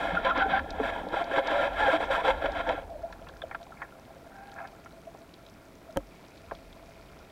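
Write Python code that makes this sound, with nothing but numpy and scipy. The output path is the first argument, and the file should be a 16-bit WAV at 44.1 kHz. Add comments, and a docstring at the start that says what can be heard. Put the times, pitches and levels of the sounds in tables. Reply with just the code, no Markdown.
"""Bubbles around a speargun

Under water, heard from inside a camera housing on a wooden speargun. The sea hisses and ticks faintly.
Air gushes out in gulps for three seconds and breaks into ringing bubbles; stragglers then pop against
the housing. Near the end the gun jolts with one sharp crack, and a faint rustle follows."""
import sys
import numpy as np
from scipy import signal
from scipy.fft import rfft, irfft
from scipy.io import wavfile
from scipy.ndimage import uniform_filter1d

SR = 44100
rng = np.random.default_rng(int(sys.argv[2]) if len(sys.argv) > 2 else 0)


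def master_out(mix):
    """Clip the mix to full scale and print it as 16-bit PCM to the path in sys.argv[1]."""
    frames = np.transpose(np.atleast_2d(mix))
    ceiling = np.clip(frames, -1, 1)
    pcm = np.round(ceiling * 32767).astype(np.int16)
    wavfile.write(sys.argv[1], SR, pcm)


N = 322371
T = np.arange(N) / SR
AIR_STOPS_S = 2.781


def amp(db):
    """Turns decibels into a gain."""
    return 10 ** (np.asarray(db) / 20)


def unit(x):
    """Scales a signal to an average power of one."""
    return x / np.sqrt(np.mean(x ** 2) + 1e-20)


def steadied(x, window=1800, floor=1e-9):
    """Evens out swings of level slower than the window (in samples) and keeps the grain."""
    return x / np.sqrt(abs(uniform_filter1d(x ** 2, size=window)) + floor)


def add(mix, start, sound):
    """Mixes a sound in from a start time in seconds."""
    part = mix[max(round(start * SR), 0):][:len(sound)]
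    part += sound[:len(part)]


def since(start):
    """Seconds gone by after the start, zero before it."""
    return np.maximum(T - start, 0)


def drift(rate, size=N):
    """Smooth random wandering, with about rate turns a second."""
    knots = rng.standard_normal(4096)
    return unit(np.interp(np.arange(size) / SR * rate, np.arange(4096), knots))


def level_curve(rows):
    """Joins (time, level) points into a gain that changes over time."""
    return amp(np.interp(T, *np.transpose(rows)))


def puffs(rows, open_share=0.25, pinch_s=0.0092):
    """Joint gain of puffs of air: each opens, holds and is pinched off."""
    power = np.zeros(N)
    for start, length, db in rows:
        opening = np.minimum(since(start) / (open_share * length), 1)
        power += (amp(db) * opening * np.exp(-since(start + length) / pinch_s)) ** 2
    return np.sqrt(power)


def swarm(per_s, lo_hz, hi_hz, cycles, spread_db, sizes=36):
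    """Bubbles of many sizes born at random; each rings for some cycles, rising a little in pitch."""
    out = np.zeros(N)
    born = np.nonzero(rng.random(N) < per_s / SR)[0]
    size = rng.integers(0, sizes, N)[born]
    strength = np.minimum(rng.exponential(1, N), 4)[born]
    for k, hz in enumerate(np.geomspace(lo_hz, hi_hz, sizes)):
        age = np.arange(int(SR * cycles / hz) + 2) * hz / SR / cycles
        ring = amp(-60 * age) * np.sin(2 * np.pi * cycles * age * (1 + .08 * age))
        births = np.zeros(N)
        births[born[size == k]] = amp(spread_db * strength[size == k]) * np.sqrt(hz)
        out += signal.oaconvolve(births, ring)[:N]
    return unit(out)


# Pitches the housing boosts or weakens: f/Hz, width/Hz, gain/dB
HOUSING_RESONANCES = [(175, 40, 7), (295, 60, 8), (440, 50, 4), (540, 60, 8), (675, 55, 10), (790, 60, 8),
                      (1010, 100, 4), (1210, 80, -8), (1385, 80, 7), (1490, 50, -7), (1650, 280, 7),
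                      (1930, 120, -4), (2160, 140, 4), (2540, 150, 3), (2830, 240, -7), (3250, 450, 5),
                      (3900, 250, 5), (4150, 200, -5), (4650, 250, 3), (5650, 350, 5), (6450, 300, -6),
                      (7130, 300, 8), (8000, 250, 4), (8450, 300, 8), (11400, 500, 10)]


def housing(x, spectrum, depth):
    """Colours a sound with a spectrum (f/Hz, level/dB) and the housing's resonances, scaled by depth."""
    hz = np.fft.rfftfreq(8192, 1 / SR)
    points_hz, points_db = np.transpose(spectrum)
    smooth_db = np.interp(np.log(hz + 1), np.log(points_hz), points_db)
    peaks_db = sum(db / (1 + (2 * (hz - f) / width) ** 2) for f, width, db in HOUSING_RESONANCES)
    # Fold the filter so that it rings only after a sound arrives.
    cepstrum = irfft(np.log(amp(smooth_db + depth * peaks_db)))
    cepstrum[1:4096] *= 2
    cepstrum[4097:] = 0
    response = irfft(np.exp(rfft(cepstrum)))[:4096]
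    return signal.oaconvolve(x, response)[:len(x)]


def click(hz, ring_s, octave_db, scatter, depth):
    """A click with a noisy tail, centred on hz. Every ring time here is the time to fade by 60 dB."""
    t = np.arange(SR // 8) / SR
    push = scatter * rng.standard_normal(len(t)) * amp(-60 * t / ring_s)
    push[0] += 1
    octaves = np.arange(-4, 5)
    spectrum = np.c_[hz * 2. ** octaves, -octave_db * (np.hypot(octaves, .5) - .5)]
    sound = housing(push, spectrum, depth)
    return sound / abs(sound).max()


# Tone colour of the sea's hiss: f/Hz, level/dB
SEA_SPECTRUM = [(35, -18), (60, -8.5), (118, -7.5), (167, -6.5), (343, -7.5), (385, -9.5), (509, -12),
                (673, -12.5), (869, -16.5), (1740, -22.5), (2410, -22), (2780, -28.5), (3760, -28.5),
                (6870, -35), (15500, -38.5)]
# Low push of water on the housing: t/s, level/dB
WATER_PUSH = [(0.0, -52), (0.03, -46), (0.84, -44), (1.31, -57.5), (1.84, -42.5), (1.94, -53), (2.15, -42),
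              (2.18, -60), (2.31, -40.5), (4.01, -64), (5.8, -63), (6.2, -76), (6.502, -54), (7.3, -60)]


def sea():
    """Steady hiss, far bubbles blipping in the housing's resonance, and the rumble of moving water."""
    hiss = unit(housing(rng.standard_normal(N), SEA_SPECTRUM, depth=0.08))
    far = swarm(per_s=110, lo_hz=430, hi_hz=1600, cycles=9, spread_db=2.2)
    blip_spectrum = [(300, -45), (580, -8), (665, 1), (740, -17), (1400, -6.5), (3000, -66)]
    blips = unit(housing(far, blip_spectrum, depth=0.77))
    rumble_spectrum = [(15, -39.5), (34, -7.5), (46, 0), (55, -9.5), (80, -8.5), (130, -35.5), (400, -77)]
    rumble = housing(rng.standard_normal(N), rumble_spectrum, depth=0.076)
    rumble = steadied(rumble, window=9000, floor=1e-12)
    return amp(-53.5) * hiss + amp(-58.5) * blips + rumble * level_curve(WATER_PUSH)


def rustle(start_s=6.05):
    """A faint grainy rustle, likely the slack line sliding along the gun."""
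    grains = swarm(per_s=700, lo_hz=900, hi_hz=7000, cycles=8, spread_db=3.2)
    spectrum = [(700, 5.5), (1400, -9), (2400, 4.5), (3200, -7.5), (5000, -2.5), (9000, -18)]
    fade_in = 1 - np.exp(-since(start_s) / 0.022)
    return amp(-61.5) * unit(housing(grains, spectrum, depth=0.57)) * fade_in


# Tiny sharp ticks close by: t/s, peak level/dB
NEAR_TICKS = [(0.377, -32), (0.705, -32.5), (1.0874, -38), (1.2418, -36), (1.4723, -30), (2.5195, -37),
              (3.125, -42), (3.287, -41), (3.6296, -43), (4.517, -43), (4.673, -46), (5.339, -42),
              (5.4644, -43), (6.377, -45), (6.5505, -40), (6.7276, -44.5)]


def ticks():
    """A few near ticks over a faint crackle spread through the sea."""
    out = np.zeros(N)
    for start, db in NEAR_TICKS:
        add(out, start, amp(db) * click(hz=3760, ring_s=0.024, octave_db=40, scatter=0.22, depth=0.13))
    crackle = swarm(per_s=130, lo_hz=2300, hi_hz=6500, cycles=16, spread_db=3.8)
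    return out + amp(-70.5) * crackle


# Strings of bubbles drifting past: t/s, length/s, level/dB
BUBBLE_STRINGS = [(3.765, .09, -52.5), (3.812, 0.014, -42.5), (4.27, 0.417, -54), (4.545, 0.11, -42.5)]
# Tone colour of their fizz: f/Hz, level/dB
FIZZ_SPECTRUM = [(200, -33), (500, -15), (800, 3.5), (1700, 0), (2600, 0), (3200, -34), (8000, -25)]


def trail():
    """Thin strings of small bubbles fizz by."""
    fizz = swarm(per_s=900, lo_hz=500, hi_hz=4000, cycles=10, spread_db=3.5)
    return steadied(housing(fizz, FIZZ_SPECTRUM, depth=1.8)) * puffs(BUBBLE_STRINGS)


# Small bubbles close to the housing: t/s, level/dB, starting f/Hz
NEAR_BUBBLES = [(3.269, -50.5, 2700), (3.418, -38.5, 3640), (3.511, -40, 2290), (3.524, -42, 1940),
                (3.721, -40, 1430), (3.771, -42.5, 2320), (3.826, -32, 1930)]


def plops(ring_s=0.058):
    """Small bubbles ring as they near the housing, whose wall drags their pitch down."""
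    out, t = np.zeros(N), np.arange(SR // 10) / SR
    for start, db, hz in NEAR_BUBBLES:
        drag = .22 * (1 - np.exp(-t / .03))
        pitch = hz * (1 - drag + .04 * drift(rate=900, size=len(t)))
        attack = 1 - np.exp(-t / .0004)
        fade = amp(db - 60 * t / ring_s + 3 * drift(rate=500, size=len(t)))
        add(out, start, attack * fade * np.sin(2 * np.pi * np.cumsum(pitch) / SR))
    return out


def stragglers(fade_db_per_s=4, end_s=4.76):
    """Late bubbles plip farther off once the air stops, and slowly fade."""
    bubbles = swarm(per_s=170, lo_hz=450, hi_hz=2600, cycles=16, spread_db=3.2)
    bubbles = unit(housing(bubbles, [(600, 5.5), (1400, 7), (2600, -11.5)], depth=1))
    fade = amp(-52.5 - fade_db_per_s * since(AIR_STOPS_S)) * np.exp(-since(end_s) / 0.19)
    return bubbles * (T > AIR_STOPS_S) * fade


# Popping bubbles: t/s, peak level/dB, f/Hz
BUBBLE_POPS = [(0.151, -22, 1440), (.2495, -23, 1770), (0.593, -20.5, 1420), (.7995, -19.5, 786),
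               (1.066, -30, 523), (1.141, -20, 870), (2.002, -34, 835), (2.279, -15, 1700),
               (2.458, -20.5, 1480), (2.691, -20.5, 1840), (3.126, -37, 1330), (3.269, -38, 1220),
               (3.419, -32, 1330), (3.512, -28, 1250), (3.547, -25, 1210), (3.8191, -26.5, 1130),
               (4.603, -34.5, 1110), (4.86, -36.5, 1200), (5.147, -37.5, 625), (6.511, -30, 1150),
               (6.517, -25.5, 700)]


def pops():
    """Bubbles break away sharply or strike the housing."""
    out = np.zeros(N)
    for start, db, hz in BUBBLE_POPS:
        add(out, start, amp(db) * click(hz, ring_s=0.036, octave_db=27, scatter=0.25, depth=1))
    return out


# Blows of the gun: t/s, strength/dB, contact time/s
GUN_BLOWS = [(5.9615, -28, 0.00092), (5.967, -21, 0.0013), (5.9724, -16, 0.00078)]
# Tones the struck gun rings with: f/Hz, relative level/dB, ring time/s
GUN_TONES = [(46.3, -23, 0.45), (95, -9.5, 0.061), (180, -19, 0.057), (296, -4.5, 0.068),
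             (543, -0.5, 0.054), (690, -11.5, 0.06), (870, 0.5, 0.017), (1290, -5, 0.027), (1574, 2, 0.016),
             (3100, 3, 0.019)]


def jolt():
    """The gun shifts, then snaps hard: three blows set it ringing and the last one cracks."""
    out, t = np.zeros(N), np.arange(SR // 3) / SR
    ring = sum(amp(db - 60 * t / ring_s) * np.cos(2 * np.pi * hz * t) for hz, db, ring_s in GUN_TONES)
    for start, db, contact in GUN_BLOWS:
        push = t * np.exp(-4 * t / contact)  # longer contact sounds duller
        add(out, start, amp(db) * signal.fftconvolve(ring, push / push.sum())[:len(t)])
    snap = rng.standard_normal(len(t)) * amp(-60 * t / 0.0049)
    spectrum = [(500, 5), (2500, 0), (4500, -1.5), (8000, -8), (13000, -3), (16000, -15)]
    crack = housing(snap, spectrum, depth=0.35)
    add(out, GUN_BLOWS[-1][0] - .0005, amp(-14) * crack / np.linalg.norm(crack))
    return out


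# Big single bubbles: loudest t/s, level/dB, f/Hz, ring time/s
BIG_BUBBLES = [(.14, -34, 175.5, 0.2), (.174, -16.5, 1380, 0.058), (.257, -22, 541, 0.11),
               (.271, -25, 1017, 0.25), (.309, -19.5, 1382, 0.093), (.38, -28.5, 279.6, 0.11),
               (.414, -23.5, 1374, 0.14), (.419, -23, 1523, 0.17), (0.461, -29.5, 442, 0.066),
               (.804, -26, 442, 0.087), (.815, -29.5, 276, 0.12), (1.217, -22.5, 678, 0.11),
               (1.398, -20.5, 537, 0.11), (1.56, -24.5, 570, 0.34), (1.659, -24, 571, 0.17),
               (1.89, -18, 530, 0.087), (1.945, -28, 300.3, 0.153), (2.107, -20, 545, 0.052),
               (2.287, -23, 882, 0.23), (2.294, -18.5, 533.3, .13), (2.447, -24, 553, 0.1),
               (2.489, -22.5, 561, .06), (2.696, -24.5, 517, 0.2), (2.916, -34.5, 680, 0.17),
               (2.955, -33, 602, .08), (3.043, -28, 675, 0.11), (3.44, -26, 635, 0.029),
               (3.617, -41.5, 695, 0.11), (5.078, -38, 667, 0.089), (5.897, -44.5, 666, 0.19)]


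def glugs(swell_share=0.057):
    """A big bubble swells as its neck pinches off, then dies away with a wobbling, rising pitch."""
    out, t = np.zeros(N), np.arange(-SR // 16, SR // 5) / SR
    for peak_s, db, hz, ring_s in BIG_BUBBLES:
        swell = np.exp(-.5 * (t / (swell_share * ring_s)) ** 2)
        shape = np.where(t < 0, swell, amp(-60 * np.maximum(t, 0) / ring_s))
        pitch = hz * (1 + .3 * t + .028 * drift(rate=260, size=len(t)))
        wobble_db = 1.3 * drift(rate=200, size=len(t))
        tone = np.sin(2 * np.pi * np.cumsum(pitch) / SR)
        add(out, peak_s + t[0], amp(db + wobble_db) * shape * tone)
    return out


# Singing necks of air: t/s, length/s, first f/Hz, last f/Hz, level/dB, relative overtone level/dB
AIR_NECKS = [(0.394, 0.095, 782, 790, -22.5, -18), (0.511, 0.088, 784, 787, -23, -4),
             (1.781, 0.14, 874, 782, -25, -4), (1.905, 0.065, 690, 644, -20, -15),
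             (2.13, 0.033, 1410, 1215, -27, -25), (2.15, 0.079, 848, 1080, -29, -22),
             (2.679, .036, 674, 1084, -27, -17), (4.288, .28, 761, 835, -50.5, -4)]


def necks():
    """A stretched neck of air sings a rough note that slides as the neck's length changes."""
    out = np.zeros(N)
    for start, length, first_hz, last_hz, db, overtone_db in AIR_NECKS:
        progress = np.linspace(0, 1, int(length * SR))
        slide = first_hz + (last_hz - first_hz) * progress
        pitch = slide * (1 + 0.022 * drift(rate=226, size=len(progress)))
        phase = 2 * np.pi * np.cumsum(pitch) / SR
        arch = np.sin(np.pi * progress) * amp(db + 2.5 * drift(rate=110, size=len(progress)))
        add(out, start, arch * (np.sin(phase) + amp(overtone_db) * np.sin(2 * phase)))
    return signal.sosfilt(signal.butter(4, 2400, fs=SR, output="sos"), out)


# Gulps of air: t/s, length/s, small-bubble spray level/dB, large-bubble gurgle level/dB
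AIR_GULPS = [(0, 0.11, -37.5, -39.5), (0.235, 0.071, -27.5, -34), (0.343, 0.082, -27.5, -35),
             (0.476, .108, -31, -45), (0.819, 0.083, -33.5, -38), (0.911, 0.083, -41.5, -38.5),
             (1.113, 0.11, -35, -35), (1.3, 0.052, -33, -32), (1.352, 0.043, -28, -27),
             (1.418, 0.259, -31.5, -32), (1.747, 0.22, -28.5, -36.5), (1.995, 0.049, -31.5, -31.5),
             (2.098, 0.065, -28, -42), (2.162, 0.047, -35.5, -37), (2.232, 0.077, -27, -29),
             (2.408, 0.058, -36, -31), (2.541, 0.072, -34, -37), (2.659, 0.067, -35, -28.5)]
# The leak between gulps: t/s, level/dB
AIR_LEAK = [(0, -34.5), (.66, -48), (.85, -39.5), (1.06, -49), (1.35, -41.5), (2.78, -41.5)]


def gulping(spray_fall_db_per_s=293, gurgle_fall_db_per_s=168):
    """Gains of spray, gurgle and air pockets: the gulps ride on a leak until the air stops."""
    leak, stopped_s = level_curve(AIR_LEAK), since(AIR_STOPS_S)
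    spray_left = amp(-spray_fall_db_per_s * stopped_s)
    gurgle_left = amp(-gurgle_fall_db_per_s * stopped_s)
    spray = puffs([(start, length, db) for start, length, db, _ in AIR_GULPS])
    gurgle = puffs([(start, length, db) for start, length, _, db in AIR_GULPS])
    churn = amp(-38) * (leak / leak.mean()) ** 0.52 * gurgle_left  # large bubbles partly follow the leak
    wake = amp(-47.5 - 21 * stopped_s)  # some linger after the air stops
    pockets = amp(-44.5 - 4 * T) * gurgle_left  # big pockets thin out with time
    return (np.hypot(spray, leak * spray_left),
            np.hypot(gurgle, np.maximum(churn, wake)),
            np.hypot(amp(-22) * spray, pockets))  # each gulp shakes more pockets


# Tone colours of the large and the small bubbles: f/Hz, level/dB
GURGLE_SPECTRUM = [(100, -8), (250, -13.5), (400, -9), (550, -0.5), (950, 2.5), (1300, -43), (2200, -28),
                   (5000, -61)]
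SPRAY_SPECTRUM = [(200, -18), (800, 1.5), (1300, 2), (1800, -0.5), (2500, -4), (3500, -5), (4500, -19),
                  (6500, -39.5), (12000, -76)]
# Thin hiss of the escaping air: t/s, level relative to the spray/dB
AIR_HISS = [(0, -26), (.55, -53), (.82, -29), (1.45, -32.5), (2.13, -29), (2.86, -34.5)]


def gush():
    """Gulps of air tear into wobbling pockets and a fluttering mix of gurgle, spray and hiss."""
    spray_gain, gurgle_gain, pocket_gain = gulping()
    flutter = amp(drift(rate=41))
    large = swarm(per_s=550, lo_hz=280, hi_hz=1300, cycles=30, spread_db=3)
    large += .45 * rng.standard_normal(N)
    small = swarm(per_s=1600, lo_hz=1000, hi_hz=3000, cycles=40, spread_db=2.8)
    small += 2.6 * rng.standard_normal(N)
    gurgle = steadied(housing(large, GURGLE_SPECTRUM, depth=1))
    spray = steadied(housing(small, SPRAY_SPECTRUM, depth=1.57))
    hiss_spectrum = [(2000, -30), (4800, 0), (8500, -7), (11500, -14), (16000, -24)]
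    hiss = unit(housing(rng.standard_normal(N), hiss_spectrum, depth=1.1)) * level_curve(AIR_HISS)
    pocket_spectrum = [(60, -41.5), (130, -5.5), (260, 8), (330, 1.5), (600, -45)]
    pockets = steadied(housing(rng.standard_normal(N), pocket_spectrum, depth=1))
    wobble = amp(2.4 * drift(rate=25))
    return (gurgle * gurgle_gain + (spray + hiss) * spray_gain) * flutter + pockets * pocket_gain * wobble


def scene():
    """Everything reaches one microphone inside the housing."""
    air = gush() + necks() + glugs() + pops() + plops() + stragglers() + trail()
    return (air + ticks() + jolt() + rustle() + sea())[None]


def record(dry):
    """Cuts off the very highest treble."""
    low_pass = signal.firwin(511, cutoff=15850, window=("kaiser", 9), fs=SR)
    return signal.oaconvolve(dry, low_pass[None], "same")


dry = scene()
out = record(dry)
master_out(out)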